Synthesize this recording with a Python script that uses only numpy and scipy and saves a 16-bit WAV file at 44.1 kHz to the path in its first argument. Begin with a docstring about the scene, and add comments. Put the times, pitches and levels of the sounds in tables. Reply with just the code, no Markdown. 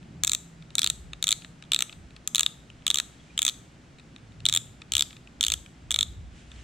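"""The drag knob of a spinning reel is unscrewed by hand in a small workroom, close to the microphones.
From the start there are filtered noises: a rumble that swells early, a low hum that dies away, hiss and rustling skin.
Then the knob turns in short jerks: a sprung pin snaps over a few teeth, and each snap rings in knob and spool.
Low bumps of noise mark the hands shifting, and light touches tick faintly, ringing the same parts more dully.
Midway, two thin squeaks of narrow noise come from the fingertips; the room adds echoes and a short tail."""
import sys
import numpy as np
from scipy import signal
from scipy.fft import rfft, irfft, next_fast_len
from scipy.io import wavfile

SR = 44100
rng = np.random.default_rng(int(sys.argv[2]) if len(sys.argv) > 2 else 0)


def master(y):
    """Save y as 16-bit WAV."""
    cut = np.clip(np.atleast_2d(y).T, -1, 1)
    pcm = np.round(cut * 32767)  # scale
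    wavfile.write(sys.argv[1], SR, pcm.astype(np.int16))


N = 292481
TIME = np.arange(N) / SR   # seconds


def from_db(db):
    """Turn decibels into a gain."""
    return 10 ** (np.asarray(db) / 20)


def unit_energy(x):
    """Scale along the last axis so that the squares add up to one."""
    return x / np.sqrt(np.sum(x ** 2, axis=-1, keepdims=True) + 1e-20)


def at_hz(points, hz):
    """Read a table of frequencies and values at any pitch, on a logarithmic pitch scale."""
    table_hz, value = np.transpose(points)
    return np.interp(np.log(hz + 1e-9), np.log(table_hz), value)


def at_second(points, s):
    """Read a table of times and values at any moment."""
    return np.interp(s, *np.transpose(points))


def stereo(mid, side, alike):
    """Make left and right with the given likeness from two unrelated sounds."""
    alike = np.clip(alike, -1, 1)
    mid = mid * np.sqrt((1 + alike) / 2)
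    side = side * np.sqrt((1 - alike) / 2)
    return np.array([mid + side, mid - side])


def diffuse_noise(colour):
    """Coloured noise arriving from all sides, so left and right differ by pitch; rms 1."""
    # How alike left and right are. Each row: frequency in Hz, likeness from 0 to 1.
    room_likeness = [(40, 0.86), (200, 1), (640, 0.48), (1400, 0), (3500, 0.91), (5000, 0.46),
                     (9000, 0.084)]
    size = next_fast_len(N)
    hz = np.arange(size // 2 + 1) * SR / size
    pair = stereo(*rfft(rng.standard_normal((2, size))), at_hz(room_likeness, hz))
    noise = irfft(pair * from_db(at_hz(colour, hz)), size)[:, :N]
    return unit_energy(noise) * np.sqrt(N)


def swells(rows):
    """Gain over time of bell-shaped swells whose powers add."""
    power = sum(from_db(db) ** 2 * np.exp(-((TIME - s) / width_s) ** 2) for s, width_s, db in rows)
    return np.sqrt(power)


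def resonate(x, hz, width_hz):
    """A resonance applied twice: it swells over a few cycles and falls off steeply around its pitch."""
    r = np.exp(-np.pi * width_hz / SR)
    section = [1, 0, -1, 1, -2 * r * np.cos(2 * np.pi * hz / SR), r * r]
    return signal.sosfilt([section, section], x + 1e-18)


def add(track, s, sound):
    """Mix a short stereo sound into the track at time s."""
    start = max(round(s * SR), 0)
    track[:, start:start + sound.shape[1]] += sound[:, :max(N - start, 0)]


def room_air():
    """Low rumble and hiss of the room: two steady coloured noises, the rumble with an early swell."""
    # Colours of the two noises. Each row: frequency in Hz, relative level in dB.
    rumble_colour = [(20, -31.5), (60, -15.5), (115, -0.5), (145, 2), (175, -0.5), (210, -4.5), (250, -3),
                     (340, -10), (480, -21), (900, -26), (3000, -77)]
    hiss_colour = [(250, 6), (480, 0.5), (680, 0.5), (1000, -4), (1400, -1.5), (3200, -8.5), (4500, -12),
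                   (7500, -15.5), (9300, -20.5), (11500, -41), (15000, -70)]
    # The rumble's swell: peak in seconds, half width in seconds, level in dB.
    rumble_swell = (.12, 0.12, -49.5)
    rumble_gain = np.hypot(from_db(-54), swells([rumble_swell]))
    return rumble_gain * diffuse_noise(rumble_colour) + from_db(-57) * diffuse_noise(hiss_colour)


def hum():
    """Noise through a narrow resonance makes a faint low hum that wavers and dies away."""
    pitch_hz, width_hz, fade_s, level_db = 164, 11.5, 1.6, -54
    tone = unit_energy(resonate(rng.standard_normal(N), pitch_hz, width_hz)) * np.sqrt(N)
    return swells([(0, fade_s, level_db)]) * tone


def steady_grip():
    """The hands holding the reel make a steady dull noise."""
    # Colour of the handling noise. Each row: frequency in Hz, relative level in dB.
    handling_colour = [(18, -34), (35, -3.5), (60, 19.5), (85, -2), (115, 8.5), (170, -3.5), (400, -40.5)]
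    return from_db(-57.5) * diffuse_noise(handling_colour)


def skin():
    """Skin rustles all the while as coloured noise, and swells when it slides on the reel."""
    # Colour of the rustle. Each row: frequency in Hz, relative level in dB.
    rub_colour = [(600, -16.5), (1500, 1.5), (3000, 4), (4800, -5), (7500, -2.5), (10000, -16.5),
                  (15000, -49)]
    # Slides. Each row: peak in seconds, half width in seconds, level in dB.
    rub_rows = [(3.25, 0.31, -63), (6.39, 0.046, -57.5), (6.6, .1, -56.5)]
    return np.hypot(from_db(-70), swells(rub_rows)) * diffuse_noise(rub_colour)


def contact(ring_hz, bright_db, body_db, scrape_s, bounce_db, size=1100):
    """A brief chatter over an edge and a weaker rebound set all the ringing parts going; unit energy."""
    # Ways the knob and spool ring.
    # Each row: frequency in Hz, width in Hz, level in dB before tilt and chance, left minus right in dB.
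    ring_modes = [(826, 1920, -23.5, 8.5), (1282, 189, -20.5, 3.5), (1910, 530, -18, 7),
                  (2505, 637, -9, 2.5), (3580, 786, 2.67, 1), (3550, 260, -47, -16),
                  (4805, 1540, -14.5, 15), (6750, 1250, -0.5, 1.5), (7453, 920, -3, 4),
                  (8820, 400, -16, -0.5), (12780, 1700, -15, -1.5), (14740, 3100, -21.5, 16)]
    # How alike left and right are struck. Each row: frequency in Hz, likeness from 0 to 1.
    near_likeness = [(1200, .65), (2500, .985), (3700, .99), (5000, .85), (7500, .88), (12000, .45)]
    reference_hz = 3612   # a ring_hz of this value leaves the knob's modes unshifted

    # time counted in scrape lengths, which vary by chance
    t = np.arange(size) / SR / (scrape_s * from_db(rng.normal(0, 3.15)))
    late = np.maximum(t - rng.uniform(1.0, 2.4), 0)
    rebound_gain = from_db(bounce_db + rng.uniform(-5, 5))
    push = np.sqrt(t) * np.exp(-t ** 2) + rebound_gain * np.sqrt(late) * np.exp(-late ** 2)
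    chatter = rng.standard_normal((2, size)) * push

    out = np.zeros((2, size))
    for hz, width_hz, mode_db, pan_db in ring_modes:
        tilt_db = np.interp(hz, [2700, 3300, 4300, 5800], [body_db, 0, 0, bright_db])
        # pin seat and finger grip shift the rings a little; outside the knob's own, broad ones move most
        if 3000 < hz < 3800:
            shift = ring_hz / reference_hz
        else:
            shift = 1 + min(width_hz / hz, .3) * rng.normal(0, .14)
        left, right = resonate(stereo(*chatter, at_hz(near_likeness, hz)), hz * shift, width_hz)
        # the bright ring around 7 kHz reaches the right microphone a sample later
        ring = np.array([left, np.roll(right, int(5500 < hz < 10000))])
        sides_db = np.array([[.5], [-.5]]) * pan_db
        out += unit_energy(ring) * from_db(mode_db + tilt_db + rng.normal(0, 1) + sides_db)
    return out / np.sqrt(np.sum(out ** 2) / 2)


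def snaps():
    """Time, energy, ring and brightness of each tooth: almost even spacing, the ring tending to climb in a jerk."""
    # Jerks of the knob. Each row: start in seconds, tooth spacing in ms, number of teeth,
    # energy in dB and brightness in dB, both before the changes from tooth to tooth.
    jerk_rows = [(.2354, 11, 2, 3, 5), (.2702, 0, 1, 1.5, 7), (.2758, 17.7, 2, 1.5, 5),
                 (.3172, 16, 3, 2, 2), (.7532, 0, 1, 1, 3), (.7818, 10.6, 2, 3.3, -1),
                 (.8175, 13.3, 3, 3.5, -2), (.8628, 11.3, 2, 3, -4), (.8999, 0, 1, 4, -3),
                 (1.2261, 14, 2, 5, -1), (1.2695, 10.4, 3, 4.5, -3), (1.3074, 10.7, 2, 2, 0),
                 (1.3259, 0, 1, 5, -5), (1.7186, 14.1, 4, 5.5, -7), (1.7898, 16, 3, 2.5, -1),
                 (2.2748, 0, 1, 1, 3), (2.3476, 8.8, 3, 3.5, 0), (2.381, 12.4, 3, 4.5, 3),
                 (2.4311, 0, 1, 1.5, -2), (2.4625, 0, 1, 5.5, -11), (2.8663, 12, 2, 4, -4),
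                 (2.9022, 9.2, 2, 5, -7), (2.9435, 14.1, 5, 2, 0), (3.377, 13.2, 2, 3, -6),
                 (3.4185, 10.1, 2, 2.5, 0), (3.4505, 13, 2, 3.5, 3), (3.4793, 8.1, 3, 3.5, -3),
                 (4.4539, 10.1, 2, 5, -8), (4.487, 9.7, 2, 4.7, -5), (4.5255, 11.8, 5, 3, -1),
                 (4.92, 15, 2, 3, -1), (4.952, 14.2, 6, 3.5, -3), (5.4092, 0, 1, 4.5, -5),
                 (5.4288, 9.9, 3, 3.5, -1), (5.465, 18, 5, 1.5, 0), (5.9072, 8.4, 3, 3.5, -2),
                 (5.942, 19.7, 2, 3.8, -6), (5.9885, 19.2, 3, 4.2, -6)]
    # How the grip tunes the knob, sinking unevenly overall as it loosens. Each row: time in seconds, ring in Hz.
    knob_ring = [(.3, 3665), (2.4, 3725), (3.4, 3544), (4.5, 3590), (5.0, 3494), (5.95, 3550)]
    # from the first tooth of a jerk to the last
    ring_rise_hz, level_rise_db = 110, 0.04
    # chance (rms): spacing as a share, level, ring as the pin seats differently, brightness
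    spacing_spread, level_spread_db, ring_spread_hz, bright_spread_db = 0.049, 1.65, 100, 1
    # a jerk with closer teeth than this stalls on its last tooth and lets the pin down gently
    quick_ms, stall_db = 10, -6

    for start_s, spacing_ms, teeth, db, bright_db in jerk_rows:
        for k in range(teeth):
            progress = (k - (teeth - 1) / 2) / max(teeth - 1, 1)   # -0.5 to 0.5; 0 for a lone tooth
            delay, strength, seat, colour = rng.uniform(-1, 1, 4) * np.sqrt(3)   # rms 1
            s = start_s + (k + spacing_spread * delay * (k > 0)) * spacing_ms / 1000
            stalls = 0 < k == teeth - 1 and spacing_ms < quick_ms
            snap_db = db + level_rise_db * progress + stall_db * stalls + level_spread_db * strength
            ring_hz = at_second(knob_ring, s) + ring_rise_hz * progress + ring_spread_hz * seat
            yield s, snap_db, ring_hz, bright_db + bright_spread_db * colour


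def clicker():
    """The sprung pin drops into one tooth after another; brighter snaps also tend to sound fuller."""
    # How freely the spool rings in the changing grip. Each row: time in seconds, boost of the low rings in dB.
    spool_freedom = [(.3, 0.5), (1.3, 1), (1.75, 4), (2.3, 2), (3.4, 1), (4.5, -1.5), (5.5, 0), (5.9, 1)]
    out = np.zeros((2, N))
    for s, db, ring_hz, bright_db in snaps():
        body_db = at_second(spool_freedom, s) + .5 * bright_db + rng.normal(0, 2)
        snap = contact(ring_hz, bright_db, body_db, scrape_s=0.0009, bounce_db=-16)
        add(out, s, from_db(db) * snap)
    return out


def spool_rim(x, hz, width_hz, db):
    """The metal rim of the spool, a narrow resonance, sings on faintly; db is relative to the reel's sound."""
    return unit_energy(resonate(x, hz, width_hz)) * np.sqrt(np.sum(x ** 2) / 2) * from_db(db)


def room(x, size=30000):
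    """A few near reflections and a diffuse tail of fading noise, whose treble lasts slightly longer."""
    # Colour of the tail before it fades. Each row: frequency in Hz, relative level in dB.
    tail_colour = [(400, 12.5), (1300, 4), (3000, -3.5), (5000, -0.5), (7500, 0.5), (10000, 1.5),
                   (12500, 0), (15000, -8.5)]
    # Nearby surfaces. Each row: delay in seconds, level in dB.
    echo_rows = [(.0035, -21), (.0085, -34.5), (0.0129, -33)]
    low_t60_s, treble_t60_s = 0.39, 0.44   # seconds to fade by 60 dB
    t = TIME[:size]
    noise = diffuse_noise(tail_colour)[:, :size]
    low = signal.sosfiltfilt(signal.butter(2, 5500, fs=SR, output="sos"), noise)
    treble = noise - low
    tail = low * from_db(-60 * t / low_t60_s) + treble * from_db(-60 * t / treble_t60_s)
    response = from_db(-17) * unit_energy(tail * (1 - np.exp(-t / 0.002)))   # soft onset
    for delay_s, db in echo_rows:
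        add(response, delay_s, from_db(db) * np.ones((2, 1)))
    return signal.fftconvolve(x, response, axes=1)[:, :N]


def bumps():
    """Each shift of the hands is a short swell of low, boomy noise."""
    # Shifts of the reel. Each row: peak in seconds, half width in seconds, pitch in Hz, level in dB.
    bump_rows = [(.27, 0.079, 70.6, -49), (.9, .2, 110, -50.5), (1.03, .16, 56, -47),
                 (2.02, 0.06, 61.6, -49), (4.5, 0.16, 103.2, -45.5), (4.98, 0.047, 74, -44),
                 (5.54, 0.062, 62, -44.5), (6.13, 0.19, 65, -42), (6.6, 0.037, 64, -46.5)]
    noise = stereo(*rng.standard_normal((2, N)), alike=0.91)
    out = np.zeros((2, N))
    for s, width_s, hz, db in bump_rows:
        boom = unit_energy(resonate(noise, hz, 0.68 * hz)) * np.sqrt(N)
        out += swells([(s, width_s, db)]) * boom
    return out


def ticks():
    """Regripping fingers and loose parts touch lightly: duller, with more of the spool's body."""
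    # Touches. Each row: time in seconds, level in dB before the shared gain.
    tick_rows = [(0.6235, -38), (0.7048, -37), (1.1327, -21.5), (1.4197, -34.5), (1.4466, -28.5),
                 (1.624, -31), (1.6374, -38.5), (1.8953, -28), (1.9254, -29.5), (2.1061, -42),
                 (2.163, -33.5), (2.7007, -33.5), (3.9848, -40), (3.9962, -38.5), (4.1623, -32.5),
                 (4.4029, -36), (4.8178, -28.5), (5.1067, -34.5), (5.1286, -35), (5.1662, -34.5),
                 (5.2732, -35.5), (5.661, -35), (6.5162, -34)]
    shared_gain_db = 12
    strays_per_s, stray_db = 1.2, -46   # fainter touches at random times, also before the shared gain
    stray_times = rng.uniform(0, N / SR, round(strays_per_s * N / SR))
    strays = [(s, stray_db) for s in stray_times]
    out = np.zeros((2, N))
    for s, db in list(tick_rows) + strays:
        ring_hz, body_db = rng.normal(3590, 360), rng.normal(10.3, 0.83)
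        touch = contact(ring_hz, -8.0, body_db, scrape_s=0.001, bounce_db=-10)
        add(out, s, from_db(db + shared_gain_db) * touch)
    return signal.sosfilt(signal.butter(2, 8000, fs=SR, output="sos"), out)


def squeaks():
    """Fingertip skin sticks and slips on the knob: narrow noise heard as a thin, wavering tone."""
    # Squeaks. Each row: start in seconds, length in seconds, pitch in Hz, level in dB before the fade in and out.
    squeak_rows = [(3.18, .085, 3300, -60), (3.292, .036, 2420, -57.5)]
    out = np.zeros((2, N))
    for s, length_s, hz, db in squeak_rows:
        size = round(length_s * SR)
        # the first half lets the resonance settle and is dropped
        settled = resonate(rng.standard_normal(2 * size), hz, 110)[size:]
        tone = unit_energy(settled) * np.sqrt(size)
        add(out, s, from_db(db) * tone * np.hanning(size) * np.ones((2, 1)))
    return out


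def scene():
    """The reel close by, in its room, over the steady noises and the handling."""
    background = room_air() + hum() + steady_grip() + skin() + bumps()
    reel = clicker() + ticks() + squeaks()
    reel = reel + spool_rim(reel, hz=3840, width_hz=60, db=-28.5)
    return reel + room(reel) + background


def record(dry):
    """A steep filter cuts the top off above 16.1 kHz."""
    return signal.sosfilt(signal.ellip(10, .2, 70, 16100, fs=SR, output="sos"), dry)


dry = scene()
out = record(dry)
master(out)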